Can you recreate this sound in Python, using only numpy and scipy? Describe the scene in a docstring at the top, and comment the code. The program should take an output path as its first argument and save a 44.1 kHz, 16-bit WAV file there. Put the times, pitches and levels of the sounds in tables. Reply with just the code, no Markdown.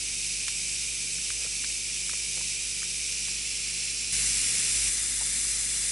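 """A corona discharge sizzles between a metal object and a plate, first under a flat tool, then under a key;
the two scenes overlap for most of a second. The discharge is noise whose amplitude throbs with the rectified
mains, comb-filtered by near reflections. Below it are fan tones at multiples of a rising speed, steady hums
as wavering sinusoids, room air as filtered noise, and band-limited ticks and rubs of the hand-held camera body."""
import sys
import numpy as np
from scipy import signal
from scipy.fft import rfft, irfft, next_fast_len
from scipy.io import wavfile
from scipy.ndimage import map_coordinates

SR = 44100
rng = np.random.default_rng(int(sys.argv[2]) if len(sys.argv) > 2 else 0)


def materialize(psi):
    """Save the field psi as 16-bit PCM at rate SR to the path in sys.argv[1].

    A 1-D psi becomes a single channel; in a 2-D psi each row is a channel.
    """
    bounded = np.clip(np.atleast_2d(psi).T, -1, 1)
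    quanta = np.round(bounded * 32767).astype(np.int16)
    wavfile.write(sys.argv[1], SR, quanta)


def linear_from_db(decibels):
    """Turn decibels (scalar or array-like) into linear amplitude factors; 0 gives 1."""
    return 10 ** (np.asarray(decibels, float) / 20)


N = 260631

TOOL_SPAN_S, KEY_SPAN_S = (-1, 4.9), (4.123, 7)   # gate of each scene: (start_s, end_s)
RIPPLE_HZ = 100.02   # twice the mains frequency

# Direct discharge spectrum before modulation, tilt gain and pan:
# freq_hz, level_db_per_hz, for the tool also tilted_level_db_per_hz (camera tilted down)
TOOL_SPECTRUM = [(600, -104, -104), (1000, -102, -96), (1530, -90.5, -90), (2003, -82, -82),
                 (2400, -68.5, -67.5), (2700, -71.5, -70), (3200, -77, -77), (4560, -72.5, -71),
                 (5240, -70.5, -69.5), (7860, -70.5, -71.5), (10100, -71.5, -71.5), (11050, -74, -77)]
KEY_SPECTRUM = [(600, -99), (1000, -88), (1500, -82), (1950, -75.5), (2400, -72), (3200, -77), (4600, -71),
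                (5400, -70.5), (8000, -65.6), (10000, -66.5), (11000, -64.5)]
# Reflections off plate, bench and camera: delay_ms (no tilt), gain (ratio),
# for the tool also tilted_gain (ratio, camera tilted down)
TOOL_REFLECTIONS = [(0.2, -0.001, -0.036), (0.359, 0.147, 0.136), (0.522, 0.071, 0.154),
                    (0.645, 0.038, 0.056), (0.805, 0.058, -0.045), (1.075, -0.024, -0.036),
                    (1.28, 0.049, 0.041), (1.417, 0.168, 0.174), (1.485, -0.103, -0.051),
                    (1.585, 0.111, 0.083), (1.749, -0.039, 0.017), (2.015, -0.053, -0.038),
                    (2.28, -0.043, 0.011), (2.48, -0.035, -0.047)]
KEY_REFLECTIONS = [(0.353, 0.11), (0.535, 0.149), (0.736, -0.072), (0.92, -0.067), (1.101, -0.076),
                   (1.273, -0.076), (1.442, 0.132), (1.554, -0.054), (1.697, 0.087), (2.089, -0.043),
                   (2.472, 0.054)]
# Downward tilt of the camera: time_s, tilt (0 to 1)
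TOOL_TILT = [(1.4, 0), (3.0, 0.1), (3.35, 0.8), (3.75, 1)]
KEY_TILT = [(4.1, 0)]
TILT_STRETCH = 0.032   # fraction by which full tilt lengthens every reflection path
TILT_GAIN_DB = 0.3   # discharge gain at full tilt
TOOL_PAN_DB, KEY_PAN_DB = -1.4, 1.2   # left level minus right level

# Fan rotor speed: speed_hz (turns per s at 0 s), climb_hz_per_s
TOOL_FAN = (50.3, .58)
KEY_FAN = (49.27, .42)
# Fan orders: multiple (of rotor speed), tool_level_db (rms), key_level_db (rms), levels before waver
FAN_ORDERS = [(1, -51.5, -47.5), (2, -72.5, -84), (5, -68.5, -66), (7, -65, -66.5)]
FANS_OPPOSED_S = 4.56   # odd orders of the two rotors are in antiphase here

# Steady hums: tool_pitch_hz, tool_level_db (rms), key_pitch_hz, key_level_db (rms), waver_db (spread)
HUMS = [(100, -72, 100, -67, 1.0), (120, -60, 120, -58, .6), (169.2, -67, 168.9, -69, 2.0),
        (171.5, -61.5, 170.7, -65.5, 1.5), (200, -73, 200, -66, 1.5), (471.4, -67, 469, -67, 1.5)]
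HUMS_IN_STEP_S = 4.17   # all hums are in phase here

# Shape of the room rumble, alike on both sides: freq_hz, relative_level_db
RUMBLE_SHAPE = [(12, -34), (20, -8), (59, -3.5), (97, -10.5), (248, -6), (305, -13.5), (468, -13),
                (595, -30), (900, -31), (1170, -59), (1980, -120)]
# Shape of the diffuse field, one list for the tool and one for the key: freq_hz, relative_level_db
DIFFUSE_SHAPES = [(24, -36), (40, -10), (87, -9), (129, -5), (201, -7), (353, -6.5), (514, -10),
                  (1470, -13), (2470, -3.5), (3270, -4), (4650, -3.5), (7780, -3), (10800, -3.5),
                  (14000, -39), (22000, -120)], [(24, -33), (40, -1), (60, -8), (97, -13), (183, -7),
                  (1110, -14.5), (1780, -8.5), (2050, -7.5), (2650, -9.5), (3510, -6), (4230, -6),
                  (5870, -2.5), (10800, -2), (14000, -31), (22000, -120)]
RUMBLE_GAIN_DB, DIFFUSE_GAIN_DB = (-77, -75), (-83, -79.5)   # added to those shapes: (tool, key)

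# Ticks in the camera body: start_s, body_peak_db, low_edge_hz, high_edge_hz
TICKS = [(0.4818, -24.5, 800, 4500), (0.487, -38, 1100, 2300), (1.184, -35, 1300, 2500),
         (1.3035, -23.5, 1100, 3500), (1.444, -33.5, 1000, 2400), (1.444, -39.5, 428, 640),
         (1.462, -40.5, 600, 1800), (1.6395, -28, 1150, 2500), (1.645, -26, 1150, 4200),
         (2.094, -29, 1000, 2400), (2.1333, -26.5, 400, 2800), (2.376, -43, 500, 1800),
         (2.411, -35, 500, 2000), (2.819, -37, 1200, 2600), (2.83, -29, 1250, 3300),
         (3.282, -36.5, 550, 2000), (4.21, -35, 1200, 2500), (5.206, -39.5, 734, 940),
         (5.214, -43, 740, 960), (5.448, -38, 1050, 1700)]
# Soft rubs of a finger on the body: start_s, body_peak_db, low_edge_hz, high_edge_hz
RUBS = [(1.409, -41.5, 404, 1800), (2.368, -43, 260, 900), (5.21, -40, 270, 1200)]
TICK_MS, RUB_MS = (0.22, 6.6), (2.5, 39)   # (rise, time in which the decay falls to exp(-2))
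CRACK_BAND_HZ = (1430, 7500)
# Crack level against body, growing with a high edge above CRACK_FROM_HZ
CRACK_DB, CRACK_DB_PER_OCTAVE, CRACK_FROM_HZ = -7, 15.5, 2300
THIN_SHELL = 0.82   # share of the lows that the thin shell fails to radiate

# Band limit of a low sampling rate: freq_hz, gain_db
BAND_LIMIT = [(1, 0), (10990, 0), (11030, -12), (11120, -55), (11300, -90)]


def in_time(rows):
    """Linear interpolation: the columns of a time table become one value a sample."""
    s, *columns = np.transpose(rows)
    return [np.interp(np.arange(N) / SR, s, column) for column in columns]


def coloured(white, spectrum):
    """Linear filtering: unit white noise is given a spectral density in dB per Hz."""
    hz, db = np.transpose(spectrum)
    size = next_fast_len(N)
    grid_hz = np.maximum(np.arange(size // 2 + 1) * SR / size, 1)
    gain = linear_from_db(np.interp(np.log(grid_hz), np.log(hz), db)) * np.sqrt(SR / 2)
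    return irfft(rfft(white, size) * gain, size)[..., :N]


def drift(rate_hz):
    """Low-pass filtered noise: a slow random fluctuation of unit spread."""
    hop = 40   # samples between computed points
    pole = np.exp(-2 * np.pi * rate_hz / SR * hop)
    noise = rng.standard_normal(N // hop + 3002)
    slow = signal.lfilter([1], [1, -2 * pole, pole * pole], noise)[3000:]   # settled part
    return np.interp(np.arange(N) / hop, np.arange(len(slow)), slow / slow.std())


def corona(spectrum, reflections, tilting, pan_db, ripple, ripple_phase):
    """Amplitude modulation and comb filtering: streamers merge to a hiss swelling each mains half cycle."""
    tilt = np.clip(in_time(tilting)[0], 0, 1)
    throb = 1 + ripple * np.cos(2 * np.pi * RIPPLE_HZ * np.arange(N) / SR + ripple_phase)

    sizes = linear_from_db(rng.exponential(1, N)) * rng.standard_normal(N)
    flicker = linear_from_db(0.4 * drift(30) + 0.23 * drift(3.9))
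    streamers = sizes / sizes.std() * throb * flicker

    table = np.array(spectrum)
    level = coloured(streamers, table[:, :2])
    tilted = coloured(streamers, table[:, [0, -1]])
    direct = (1 - tilt) * level + tilt * tilted

    hiss = direct.copy()
    for delay_ms, *gains in reflections:
        gain = gains[0] + tilt * (gains[-1] - gains[0])
        lag = delay_ms * (1 + TILT_STRETCH * tilt) * SR / 1000
        hiss += gain * map_coordinates(direct, [np.arange(N) - lag], order=3, mode="wrap")
    side_db = pan_db * np.array([[0.5], [-0.5]])
    return hiss * linear_from_db(TILT_GAIN_DB * tilt + side_db), throb


def fan(speed, which):
    """Harmonic series: rotor unbalance and blade tones lie on multiples of a steadily climbing speed."""
    start_hz, climb = speed
    turns = np.cumsum(start_hz + climb * np.arange(N) / SR) / SR
    turns = turns - turns[round(FANS_OPPOSED_S * SR)] + which / 2
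    tones = 0
    for multiple, *levels_db in FAN_ORDERS:
        level = linear_from_db(levels_db[which] + 0.5 * drift(4.3))
        tones = tones + level * np.sqrt(2) * np.sin(2 * np.pi * multiple * turns)
    return tones


def hums(which):
    """Superposition: transformer and motor tones elsewhere in the room waver independently."""
    t = np.arange(N) / SR - HUMS_IN_STEP_S
    tones = 0
    for row in HUMS:
        hz, level_db = row[2 * which:2 * which + 2]
        level = linear_from_db(level_db + row[-1] * drift(3.6))
        tones = tones + level * np.sqrt(2) * np.cos(2 * np.pi * hz * t)
    return tones


def room(which, throb):
    """Diffuse field: rumble common to both ports, and unlike noise with hiss returned by the walls."""
    rumble = linear_from_db(RUMBLE_GAIN_DB[which]) * coloured(rng.standard_normal(N), RUMBLE_SHAPE)
    noise = rng.standard_normal((2, N)) * np.sqrt(throb)
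    air = linear_from_db(DIFFUSE_GAIN_DB[which]) * np.sqrt(2) * coloured(noise, DIFFUSE_SHAPES[which])
    return rumble + air


def handling(events, rise_ms, length_ms):
    """Contact excitation: a touch is a decaying band of scratch noise, plus a crack unlike at the ports."""
    length = 4000
    out, t_ms = np.zeros((2, N)), np.arange(length) / SR * 1000
    crack_band = signal.butter(2, CRACK_BAND_HZ, "band", fs=SR, output="sos")
    scratches = rng.standard_normal((len(events), 5, length))
    for (start_s, peak_db, low_hz, high_hz), scratch in zip(events, scratches):
        scratch[[0, 3, 4], 8] = 7.5   # a sharp first contact
        scratch = scratch * np.exp(-t_ms / length_ms * 2) * np.minimum(t_ms / rise_ms, 1)

        body_band = signal.butter(4, [low_hz, high_hz], "band", fs=SR, output="sos")
        # one part common to both ports, one part of each port alone
        body = signal.sosfilt(body_band, scratch[0] + 0.86 * scratch[1:3])
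        body = signal.lfilter([1, -THIN_SHELL], [1], body)

        crack = signal.sosfilt(crack_band, scratch[3:])
        octaves = max(np.log2(high_hz / CRACK_FROM_HZ), 0)
        crack_db = peak_db + CRACK_DB + CRACK_DB_PER_OCTAVE * octaves

        at = round(start_s * SR)
        out[:, at:at + length] += linear_from_db(peak_db) * body / np.abs(body).max()
        out[:, at:at + length] += linear_from_db(crack_db) * crack / np.abs(crack).max()
    return out


def heard(span_s, fade_ms):
    """Linear gating: a scene fades in and out at the ends of its span."""
    t = np.arange(N) / SR
    return np.clip(np.minimum(t - span_s[0], span_s[1] - t) * 1000 / fade_ms, 0, 1)


def scene():
    """Superposition of the gated tool scene, the gated key scene and the handling."""
    tool, tool_throb = corona(TOOL_SPECTRUM, TOOL_REFLECTIONS, TOOL_TILT, TOOL_PAN_DB,
                              ripple=0.11, ripple_phase=-3.1)
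    key, key_throb = corona(KEY_SPECTRUM, KEY_REFLECTIONS, KEY_TILT, KEY_PAN_DB,
                            ripple=0.12, ripple_phase=-2.5)
    tool = tool + fan(TOOL_FAN, which=0) + hums(which=0) + room(which=0, throb=tool_throb)
    key = key + fan(KEY_FAN, which=1) + hums(which=1) + room(which=1, throb=key_throb)
    scenes = tool * heard(TOOL_SPAN_S, fade_ms=10) + key * heard(KEY_SPAN_S, fade_ms=1.9)
    return scenes + handling(TICKS, *TICK_MS) + handling(RUBS, *RUB_MS)


def roll_off(x):
    """The treble ends steeply here."""
    return signal.sosfilt(signal.butter(12, 12310, fs=SR, output="sos"), x)


def record(dry):
    """Band limiting: a low sampling rate ends the treble like a wall."""
    mix = coloured(dry, BAND_LIMIT) / np.sqrt(SR / 2)   # undo the density scaling
    return roll_off(mix)


dry = scene()
out = record(dry)
materialize(out)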